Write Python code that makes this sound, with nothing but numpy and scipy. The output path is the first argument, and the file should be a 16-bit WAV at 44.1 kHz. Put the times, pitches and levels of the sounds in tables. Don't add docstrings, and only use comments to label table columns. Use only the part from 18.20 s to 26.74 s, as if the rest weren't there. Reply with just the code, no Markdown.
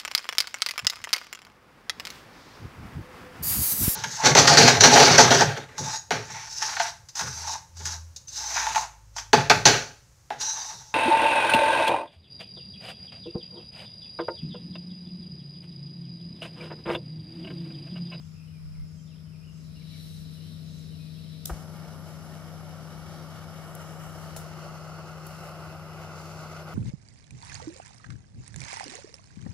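import sys
import numpy as np
from scipy import signal
from scipy.fft import rfft, irfft, next_fast_len
from scipy.io import wavfile

SR = 44100
rng = np.random.default_rng(int(sys.argv[2]) if len(sys.argv) > 2 else 0)


def wrap_up_sound(samples):
    columns = np.atleast_2d(samples).T
    tamed = np.clip(columns, -1, 1)
    steps = np.round(tamed * 32767).astype(np.int16)
    wavfile.write(sys.argv[1], SR, steps)


N = 376613


def undb(db):
    return 10 ** (np.asarray(db) / 20)


def unit(x):
    return x / np.sqrt(np.mean(x ** 2))


def decay(t, t60_s):
    return np.exp(-np.log(1000) * t / t60_s)


def curve(table):
    s, *columns = np.transpose(table)
    return [np.interp(np.arange(N) / SR, s, c) for c in columns]


def across(table, hz):
    f, v = np.transpose(table)
    return np.interp(np.log(hz + 1), np.log(f + 1), v)


def walk(rate_hz):
    levels = rng.standard_normal(int(N * rate_hz / SR) + 2)
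    place = np.arange(N) * rate_hz / SR
    k = place.astype(int)
    blend = np.sin(np.pi / 2 * (place - k)) ** 2
    return levels[k] + (levels[k + 1] - levels[k]) * blend


def pan(left_minus_right_db):
    return undb(np.array([left_minus_right_db, -left_minus_right_db]) / 2)


def band(x, hz, width_hz):
    return signal.lfilter(*signal.iirpeak(hz, hz / width_hz, fs=SR), x)


def highpass(x, hz):
    return signal.sosfilt(signal.butter(2, hz, "high", fs=SR, output="sos"), x)


# f/Hz, left phase lead/rad, left minus right/dB
PORT_RESPONSE = [(350, -.2, .5), (600, -.09, .7), (1150, -.04, .3), (1450, -.09, -2.7), (1700, .2, -4.5),
                 (2070, 1.1, -4), (2410, 2.3, 1), (2720, 2.2, 5), (3700, 1.2, 7), (3960, 0.4, 6),
                 (4600, 0.1, 0.6), (5500, 2.2, 1.1), (6000, 2.6, 1.1), (8350, 3.5, 3), (11600, 4.5, 2.5),
                 (13100, 5.5, -1.5), (16000, 6.2, -2.1)]


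def noise(colour, alike, ahead, centres_hz, flicker_db, rate_hz):
    size = next_fast_len(N)
    hz = np.fft.rfftfreq(size, 1 / SR)
    gain = undb(across(colour, hz)) * (hz > colour[0][0]) * (hz < colour[-1][0])
    common, left, right = rfft(rng.standard_normal((3, size)))
    share = np.clip(across(alike, hz), 0, 1)
    port_hz, phase, side_db = np.transpose(PORT_RESPONSE)
    turn = np.exp(.5j * np.interp(hz, port_hz, phase)) if ahead else 1
    gain = gain * pan(np.interp(hz, port_hz, side_db) * ahead)
    shared, own = np.sqrt(share) * common, np.sqrt(1 - share)
    pair = gain * np.array([shared * turn + own * left, shared / turn + own * right])
    parts = []
    for one in np.eye(len(centres_hz)):
        part = across(list(zip(centres_hz, one)), hz)
        parts.append(irfft(pair * part, size)[:, :N] * undb(flicker_db * walk(rate_hz)))
    parts = np.array(parts)
    return parts / np.sqrt(np.mean(parts.sum(axis=0) ** 2))


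CRANK_HZ = 26.34
# t/s, level/dB, left minus right/dB
MAIN_LINE = [(0, -47, 11.5), (1.28, -48, 14.5), (2.45, -44.5, 14), (3.69, -47, 17), (3.88, -50.5, 21.5),
             (4.3, -47.5, 16.5), (5.2, -47, 15), (5.6, -50, 19.5), (5.9, -47, 16), (6.49, -45.5, 11.5),
             (7.3, -46, 9), (8.54, -44.5, 6.5)]
# multiple of crank rate, mean level/dB, left minus right/dB
WEAK_LINES = [(3.043, -61.5, -2), (3.494, -54, 4), (7.01, -59.5, 1.5), (7.79, -78.5, 19),
              (10.63, -73, 18.5), (15.3, -81.5, 11), (17.58, -75.5, -4), (24.3, -79.5, -3)]
# t/s, level/dB
UPPER_RUMBLE = [(0, -62), (1, -56), (2.4, -50.5), (3.6, -51), (5, -51.5), (6.6, -57), (7.5, -58.5),
                (8.54, -57)]
# f/Hz, relative density/dB
RUMBLE_SPECTRUM = [(40, -13), (60, 3.5), (90, 1), (130, 4), (220, 2.5), (300, -8), (450, -13.5), (680, -16),
                   (800, -47)]


def engine():
    turn = 2 * np.pi * CRANK_HZ * np.arange(N) / SR
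    db, pan_db = curve(MAIN_LINE)
    phase = 6 * turn + 0.25 * walk(7.6) + np.array([[-.15], [.15]])
    lines = np.sqrt(2) * np.sin(phase) * undb(db + 0.34 * walk(17)) * pan(pan_db)
    upper_db, = curve(UPPER_RUMBLE)
    for k, line_db, side_db in WEAK_LINES:
        line_db = line_db + min(k / 20, 1) * (upper_db - upper_db.mean())
        phase = k * turn + 0.12 * k * walk(5) + rng.uniform(0, 2 * np.pi)
        lines += np.sqrt(2) * np.sin(phase) * undb(line_db + 1.6 * walk(2.32)) * pan(side_db)[:, None]
    low, high = noise(RUMBLE_SPECTRUM, [(60, 0.93), (600, 0.92)], False, [90, 260], 0.46, 3.2)
    return lines + (low * undb(-51) + high * undb(upper_db)) * pan(4.6)[:, None]


# t/s, peak of the level envelope/dB
GUST_PEAKS = [(.15, -54), (.6, -43), (1.5, -51), (1.95, -47), (2.72, -62), (3.25, -59), (3.93, -62),
              (4.5, -56), (5.55, -56), (5.85, -54), (6.15, -53), (6.6, -54), (6.93, -59), (7.75, -60)]
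GUST_SIGMA_S, BREEZE_DB = 0.1, -69


def wind():
    colour = [(26, -30), (40, 6), (52, -12), (75, -4), (150, -24)]
    buffets, = noise(colour, [(50, 0.91)], False, [50], 3.8, 11.0)
    t = np.arange(0, N / SR, .01)
    swell = sum(undb(db) * np.exp(-.5 * ((t - s) / GUST_SIGMA_S) ** 2) for s, db in GUST_PEAKS)
    swell, = curve(np.transpose([t, swell]))
    force = undb(BREEZE_DB + 3.0 * walk(3)) + swell
    return buffets * force * np.array([[1], [-1]])


# f/Hz, relative density/dB
LEAF_SPECTRUM = [(290, -40), (500, -10), (748, -7.5), (1390, -1), (1650, -7.5), (2470, -4), (3490, -10),
                 (4520, -9.5), (5150, -4), (5950, -13.5), (11500, -13), (15600, -27)]
LEAVES_DB = -63.5


def leaves():
    alike = [(600, 0.86), (1400, 0.18), (3000, 0.073)]
    return noise(LEAF_SPECTRUM, alike, True, [3000], 0.68, 3.6)[0] * undb(LEAVES_DB)


CRICKET_HZ, CHORUS_DB = 5215, -70


def crickets():
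    hiss = rng.standard_normal((2, N))
    wide = unit(band(band(hiss, 5060, 600.), 5060, 600.))
    narrow = unit(band(hiss, CRICKET_HZ, 90.)) * undb(2.6 * walk(45))
    return (wide + 0.92 * narrow) * undb(CHORUS_DB)


# t/s, length/s, start f/Hz, end f/Hz, level before mixing/dB, left minus right/dB
BIRD_NOTES = [(.272, .032, 3100, 2700, -64, 4), (.3, 0.039, 2550, 2490, -66, 0),
              (.328, 0.061, 2470, 2310, -61.5, -2), (.385, .06, 2400, 2330, -73, 0),
              (.27, .05, 4080, 4170, -75, 2), (.52, 0.045, 2490, 2460, -69, -3),
              (0.545, 0.021, 2390, 2100, -62, 2), (0.575, 0.07, 2090, 2080, -67, 0),
              (.545, .025, 3980, 4200, -74, 2), (.765, .05, 3200, 3120, -71, 2),
              (0.866, 0.036, 3800, 3120, -65, 6), (0.901, .05, 3120, 2280, -65, 6),
              (1.055, .055, 3060, 3050, -67, 2), (1.106, 0.06, 3120, 2120, -62, 4),
              (1.135, .045, 2520, 2460, -67, 2), (1.198, 0.068, 2460, 2520, -65, 2),
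              (1.228, 0.029, 2660, 2970, -61, 7), (1.263, .045, 2910, 2880, -58.5, 5),
              (1.3, .1, 2870, 2850, -71, 2), (1.48, 0.075, 2500, 2500, -69, 4),
              (1.557, 0.031, 2800, 2770, -59.5, 11), (1.608, 0.025, 2420, 2150, -58, -2),
              (1.708, 0.062, 2390, 2130, -60, 0), (1.827, .04, 3050, 3150, -70, 4),
              (2.16, .04, 3050, 2820, -62, 4), (2.207, 0.094, 3020, 3120, -66, 7),
              (2.706, 0.05, 3100, 2740, -62, 4), (2.783, 0.065, 2550, 2450, -62, 2),
              (2.845, .065, 2470, 2400, -70, 0), (2.865, 0.055, 4480, 4680, -66, 0),
              (2.948, 0.03, 3150, 3480, -62, 4), (2.973, .035, 2680, 3060, -61, 3),
              (2.975, 0.075, 4540, 4200, -66, 2), (3.057, 0.024, 3260, 2880, -59, 4),
              (3.075, .09, 3300, 3720, -68, 3), (3.123, .03, 2600, 2300, -68, 2)]
# t/s, level before note offset and mixing/dB
PHRASE_STARTS = [(-.06, -67), (0.678, -67), (1.27, -67), (1.86, -67), (2.449, -64.5)]
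# delay/s, length/s, start f/Hz, end f/Hz, level offset/dB, left minus right/dB
PHRASE_NOTES = [(-.03, .26, 6850, 5560, -4, -11), (.03, .22, 7850, 6640, -3.5, -1)]
# t/s, length/s, start f/Hz, end f/Hz, level before beat and mixing/dB,
# left minus right/dB, beat rate/Hz, pitch swing/1
TRILL_NOTES = [(0, 0.042, 3230, 3000, -65.5, 6, 39, 0.12), (.05, .07, 3510, 4050, -73, 1, 50, .04),
               (0.139, 0.12, 2580, 2560, -64, 5, 68, 0.06), (0.867, .085, 3830, 3940, -69.5, 8, 63, .04),
               (0.941, 0.07, 3200, 3600, -67, 4, 50, 0.1)]
TRILL_BEAT = .65
NOTE_SHARE, ECHO_SHARE = .85, .62


def birds():
    notes, warble, shrill, throb = np.zeros((2, N)), walk(160), walk(170), walk(90)
    phrases = [(s + late, length, hz0, hz1, db + note_db, pan_db) for s, db in PHRASE_STARTS
               for late, length, hz0, hz1, note_db, pan_db in PHRASE_NOTES]
    for s, length, hz0, hz1, db, pan_db in BIRD_NOTES + phrases:
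        u = np.arange(max(-int(s * SR), 0), int(length * SR)) / (length * SR)
        i = max(int(s * SR), 0)
        span = slice(i, i + len(u))
        wobble = 0.041 * shrill[span] if hz0 > 5000 else 0.0217 * warble[span]
        hz = (hz0 + (hz1 - hz0) * u) * (1 + wobble)
        note = np.sin(2 * np.pi * np.cumsum(hz) / SR) * np.sqrt(np.sin(np.pi * u)) * undb(1.9 * throb[span])
        notes[:, span] += undb(db) * pan(pan_db)[:, None] * note
    for s, length, hz0, hz1, db, pan_db, rate_hz, swing in TRILL_NOTES:
        t = np.arange(int(length * SR)) / SR
        i = int(s * SR)
        span = slice(i, i + len(t))
        beat = 2 * np.pi * rate_hz * t + 0.88 * throb[span]
        hz = (hz0 + (hz1 - hz0) * t / length) * (1 + swing * np.cos(beat) + 0.014 * warble[span])
        envelope = np.sin(np.pi * t / length) ** .3 * (1 + TRILL_BEAT * np.sin(beat))
        note = np.sin(2 * np.pi * np.cumsum(hz) / SR) * envelope
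        notes[:, span] += undb(db) * pan(pan_db)[:, None] * note
    t = np.arange(SR // 3) / SR
    trees = rng.standard_normal((2, len(t))) * decay(t, 0.4) * np.clip(t / 0.017, 0, 1)
    echoes = signal.fftconvolve(notes, trees / np.sqrt(np.sum(trees ** 2) / 2), axes=1)[:, :N]
    return NOTE_SHARE * notes + ECHO_SHARE * echoes


# t/s, left delay/ms, right delay/ms
BOUNCE_DELAYS = [(0, 0.69, 0.59), (5.3, 0.61, 0.87), (6.2, 0.69, 0.57), (7, 0.73, 0.69), (8.54, 0.88, 0.78)]
BOUNCE_SHARE = 0.16


def bounce(x):
    place = np.arange(N)
    late = [np.interp(place - ms * SR / 1000, place, side) for side, ms in zip(x, curve(BOUNCE_DELAYS))]
    return x + BOUNCE_SHARE * np.array(late)


LIGHTS_S = 3.2935
# f/Hz, power share common to both ports
STOVE_COMMON = [(300, 0.95), (700, 1), (1400, 0.95), (2400, 0.48), (5000, 0.53), (9000, 0.18),
                (15000, 0.43)]


def lit_share(since_s):
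    return np.clip(since_s / 0.0075, 0, 1)


# t/s, level/dB, treble level/dB
GAS_LEVELS = [(1.36, -81, -75), (1.45, -65, -63), (1.54, -63, -59), (1.62, -57.5, -58), (1.75, -52, -49.5),
              (1.86, -52.5, -47.5), (1.92, -54, -49), (2.07, -55.5, -52.5), (2.5, -57.5, -54.5),
              (3.24, -56.5, -54.5)]
# f/Hz, relative density/dB
GAS_SPECTRUM = [(1060, -29), (1800, -14.5), (2360, -11.5), (3040, -8.5), (3390, -9.5), (3700, -2),
                (3960, 3.5), (4130, 1), (4340, -10.5), (4560, -2.5), (4850, -13.5), (5370, -4.5),
                (6610, -22), (7170, -19), (10600, -17), (11500, -13.5), (12800, -27), (14800, -26),
                (15600, -36)]


def cold_gas():
    t = np.arange(N) / SR
    gas_db, treble_db = curve(GAS_LEVELS)
    low, high = noise(GAS_SPECTRUM, STOVE_COMMON, True, [5000, 9000], 1.0, 14.0)
    gas = (low * undb(gas_db) + high * undb(treble_db)) * (t > GAS_LEVELS[0][0])
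    return bounce(gas) * (1 - lit_share(t - LIGHTS_S))


# t/s, crack level/dB, rise/s, crack t60/s, high-pass f/Hz,
# tail re crack/dB, tail t60/s, knock level/dB, left minus right/dB
TICK_EVENTS = [(3.2525, -30, 0.0038, 0.0066, 3600, -30, .02, -51, 1),
               (3.2562, -24, 0.0016, 0.013, 3200, -30, 0.058, -51, 5.5),
               (3.262, -43.5, 0.0092, 0.19, 4500, -8, .2, -55, 3),
               (4.15, -57, .002, .02, 4000, -15, .05, -47, 0),
               (5.548, -39.5, 0.0037, .018, 9000, -20, .06, -60, 10),
               (6.162, -46.5, 0.0024, 0.03, 4500, 3.5, 0.26, -39, 6),
               (7.065, -40.5, 0.0031, 0.013, 9500, -14, 0.2, -55, 3)]
# f/Hz, width/Hz, gain/dB, left minus right/dB
METAL_MODES = [(1340, 360, 2, 1), (2480, 900, -17, 0), (3800, 640, 1.5, 2), (5660, 1700, -2.5, 3),
               (7060, 880, -3.5, -10), (8100, 790, -2.5, -4), (10200, 2000, 2, -4.5),
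               (12400, 1000, -18, -15), (14600, 1300, -20, -6)]
# f/Hz, width/Hz, gain/dB
TABLE_MODES = [(650, 350, 16), (1260, 220, 3), (2330, 1100, -3)]


def ticks():
    out = np.zeros((2, N))
    t = np.arange(SR // 4) / SR
    for s, db, rise, crack_t60, low_hz, tail_db, tail_t60, knock_db, pan_db in TICK_EVENTS:
        after = np.maximum(t - rise, 0)
        attack = np.clip(t / rise, 0, 1)
        crack = attack ** 2 * decay(after, crack_t60)
        scrape = attack * undb(tail_db) * decay(after, tail_t60)
        chance = rng.standard_normal((3, len(t)))
        strike = 0.18 * chance[0] * np.array([[1], [-1]]) + chance[1:]
        ring = sum(undb(gain_db) * pan(lean_db)[:, None] * band(strike, hz, width)
                   for hz, width, gain_db, lean_db in METAL_MODES)
        ring = unit(highpass(ring, low_hz)) * (crack + scrape)
        knock = unit(sum(undb(gain_db) * band(chance[0], hz, width) for hz, width, gain_db in TABLE_MODES))
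        i = int(s * SR)
        out[:, i:i + len(t)] += undb(db) * pan(pan_db)[:, None] * ring + undb(knock_db) * knock * crack
    return out


# t/s, start f/Hz, end f/Hz, level before shaping/dB, length/s
PRESSURE_SWINGS = [(3.2975, 1200, 1400, -38, .0085), (3.3068, 72, 42, -25.5, .037)]
CRACK_HZ, CRACK_DB, CRACK_T60_S = 1500, -40, 0.041
WHOOSH_DB, WHOOSH_T60_S = -12, 0.23


def catch():
    out = np.zeros(N)
    for s, hz0, hz1, db, length in PRESSURE_SWINGS:
        u = np.arange(int(length * SR)) / (length * SR)
        i = int(s * SR)
        swing = np.sin(2 * np.pi * np.cumsum(hz0 + (hz1 - hz0) * u) / SR)
        out[i:i + len(u)] += undb(db) * swing * np.sin(np.pi * u) ** 0.3 * (1 - .6 * u ** 2)
    t = np.arange(SR // 5) / SR
    i = int(LIGHTS_S * SR)
    crack = unit(band(band(rng.standard_normal(len(t)), CRACK_HZ, 1300.0), CRACK_HZ, 1300.0))
    fade = decay(t, CRACK_T60_S) + undb(WHOOSH_DB) * decay(t, WHOOSH_T60_S)
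    out[i:i + len(t)] += undb(CRACK_DB) * crack * np.clip(t / 0.0056, 0, 1) * fade
    return highpass(out, 30.) * pan(2.1)[:, None]


# f/Hz, gain before move/dB, gain after move/dB
HOUSING_GAINS = [(1440, -0.5, -0.5), (1830, 4.5, -3.5), (2050, -5.5, 0.5), (2230, 1.5, -4), (2620, -3.5, 2),
                 (2970, 1.5, -2.5), (3200, -1.5, -5), (3500, 0.5, -0.5), (3850, 2.5, -4), (4150, -0.5, 1.5),
                 (4370, -2.5, 1.5), (4950, -3.5, 0), (5540, -1.5, -2.5), (5780, 3.5, 1), (6100, -3.5, -1),
                 (6600, -1, 0)]
MOVE_START_END_S = (5.9, 6.45)


def housing(x):
    size = next_fast_len(N)
    hz, spectrum = np.fft.rfftfreq(size, 1 / SR), rfft(x, size)
    at_hz, *sides_db = np.transpose(HOUSING_GAINS)
    before, after = (irfft(spectrum * undb(np.interp(hz, at_hz, db)), size)[:, :N] for db in sides_db)
    moved = np.interp(np.arange(N) / SR, MOVE_START_END_S, [0, 1])
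    return before + (after - before) * moved


WHISTLE_WIDTH_HZ, WHISTLE_PAN_DB = 530, 3


def whistle(table):
    hz, db = curve(table)
    lowpass = signal.butter(2, WHISTLE_WIDTH_HZ / 2, fs=SR, output="sos")
    slow = signal.sosfilt(lowpass, rng.standard_normal((4, N)))
    carrier = np.exp(2j * np.pi * np.cumsum(hz) / SR)
    breath = np.real((slow[:2] + 1j * slow[2:]) * carrier)
    return unit(breath) * undb(db + 1.3 * walk(14)) * pan(WHISTLE_PAN_DB)[:, None]


# t/s, strength/dB, middle hiss/dB, upper hiss/dB, top hiss/dB
FLAME_LEVELS = [(3.36, -5.5, -53.5, -50, -52), (3.6, -5, -53, -60, -53.5), (4, -4.5, -55, -54.5, -54),
                (4.5, -4, -54.5, -57.5, -54.5), (5, -2, -49.5, -55.5, -52.5),
                (5.45, -1.5, -55.5, -55, -53.5), (5.65, -1, -55, -52.5, -52), (5.88, -0.5, -55, -51, -48.5),
                (6.1, 0, -50.5, -53.5, -51), (6.28, 0, -51.5, -53.5, -55), (6.9, 1.5, -53.5, -54.5, -56.5),
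                (7.15, 1, -52, -51, -51), (7.3, 1, -54.5, -58.5, -54.5), (7.8, 0.5, -56, -56.5, -58),
                (8.07, 1.5, -49.5, -50, -53.5), (8.25, 2.5, -50.5, -52, -54), (8.54, 3, -51.5, -56, -55.5)]
# f/Hz, relative density/dB
ROAR_SPECTRUM = [(150, -54), (250, -9), (274, -21), (318, -3.5), (366, -2), (421, -8), (476, -3.5),
                 (646, 0.5), (1030, -8.5), (1120, -3.5), (1340, -1), (1440, -3), (1660, -17), (1800, -35),
                 (2340, -35), (3960, -120)]
# f/Hz, relative density/dB
HISS_SPECTRUM = [(940, -14), (1600, -6.5), (1990, 0), (2170, 1.5), (2460, -4.5), (2940, 0), (3560, -10.5),
                 (4440, -6), (5790, -4), (6500, -7), (7200, -7.5), (8400, -13.5), (9600, -10.5),
                 (10600, -13.5), (11250, -8), (12000, -13), (12800, -16.5), (14900, -20), (15600, -24)]
# t/s, f/Hz, level/dB
JET_WHISTLE = [(3.36, 11300, -68), (4.1, 11280, -67), (4.85, 11200, -70), (5.15, 11300, -75),
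               (5.5, 11260, -63), (5.68, 11300, -70), (5.87, 11500, -68), (6.15, 11350, -74),
               (6.3, 11400, -79), (7.3, 11500, -78), (7.8, 11450, -68), (8.07, 11450, -85),
               (8.43, 11500, -69), (8.54, 11500, -70)]
# t/s, f/Hz, level/dB
SLIDING_BAND = [(5.25, 7850, -95), (5.42, 7800, -71), (5.7, 7500, -68), (5.88, 7200, -68),
                (6.05, 7050, -95)]
ROAR, UPPER_ROAR, LOW_HISS = (-46, 0.67), (-46.5, 1.15), (-52.5, 1)
FLARE_DB, FLARE_T60_S = 19.5, 0.067


def burner():
    since = np.maximum(np.arange(N) / SR - LIGHTS_S, 0)
    strength_db, middle_db, upper_db, top_db = curve(FLAME_LEVELS)

    def grown(part):
        level_db, slope = part
        return undb(level_db + slope * strength_db)

    flutter_db = 0.78 * walk(18) + 0.59 * walk(120)
    flare = 1 + undb(FLARE_DB) * decay(since, FLARE_T60_S)
    low, high = noise(ROAR_SPECTRUM, STOVE_COMMON, True, [900, 1120], 0.7, 13.0)
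    roar = (low * grown(ROAR) + high * grown(UPPER_ROAR)) * undb(flutter_db) * flare
    low, middle, upper, top = noise(HISS_SPECTRUM, STOVE_COMMON, True, [2840, 4430, 7350, 8100], 0.6, 14.)
    hiss = low * grown(LOW_HISS) + middle * undb(middle_db) + upper * undb(upper_db) + top * undb(top_db)
    burning = housing(bounce(hiss * undb(1.6 * flutter_db)) + roar)
    burning = burning + whistle(JET_WHISTLE) + whistle(SLIDING_BAND)
    return burning * lit_share(since)


# t/s, level re modes/dB, left minus right/dB
CUP_HITS = [(6.1625, -38, 1), (6.167, -48, -4)]
# f/Hz, gain/dB, t60/s
CUP_RESONANCES = [(654, 6.5, 0.028), (1280, -11, 0.021), (5300, -13, 0.11), (7140, -12, 0.15),
                  (8160, -20, 0.1), (10940, -18, .14), (10910, -10, 0.16), (11570, -11, 0.16),
                  (12440, -14, 0.08), (13410, -24, 0.1)]
CUP_RATTLE_DB, CUP_RATTLE_S = 5, .004


def cup():
    out = np.zeros((2, N))
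    t = np.arange(SR // 4) / SR
    steps = np.arange(0, t[-1] + CUP_RATTLE_S, CUP_RATTLE_S)
    for s, db, pan_db in CUP_HITS:
        i = int(s * SR)
        for hz, mode_db, t60 in CUP_RESONANCES:
            high = hz > 2000
            rattle_db = high * CUP_RATTLE_DB * np.interp(t, steps, rng.standard_normal(len(steps)))
            ring = decay(t, t60) * np.sin(2 * np.pi * (hz * t + high * rng.random((2, 1))))
            gain = undb(db + mode_db + rattle_db) * pan(pan_db)[:, None]
            out[:, i:i + len(t)] += gain * ring * np.clip(t / 0.00092, 0, 1)
    return out


def scene():
    surroundings = engine() + wind() + leaves() + crickets() + birds()
    return surroundings + cold_gas() + ticks() + catch() + burner() + cup()


TOP_HZ = 15600


def record(dry):
    return signal.sosfilt(signal.ellip(10, .2, 70, TOP_HZ, fs=SR, output="sos"), dry)


dry = scene()
out = record(dry)
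wrap_up_sound(out)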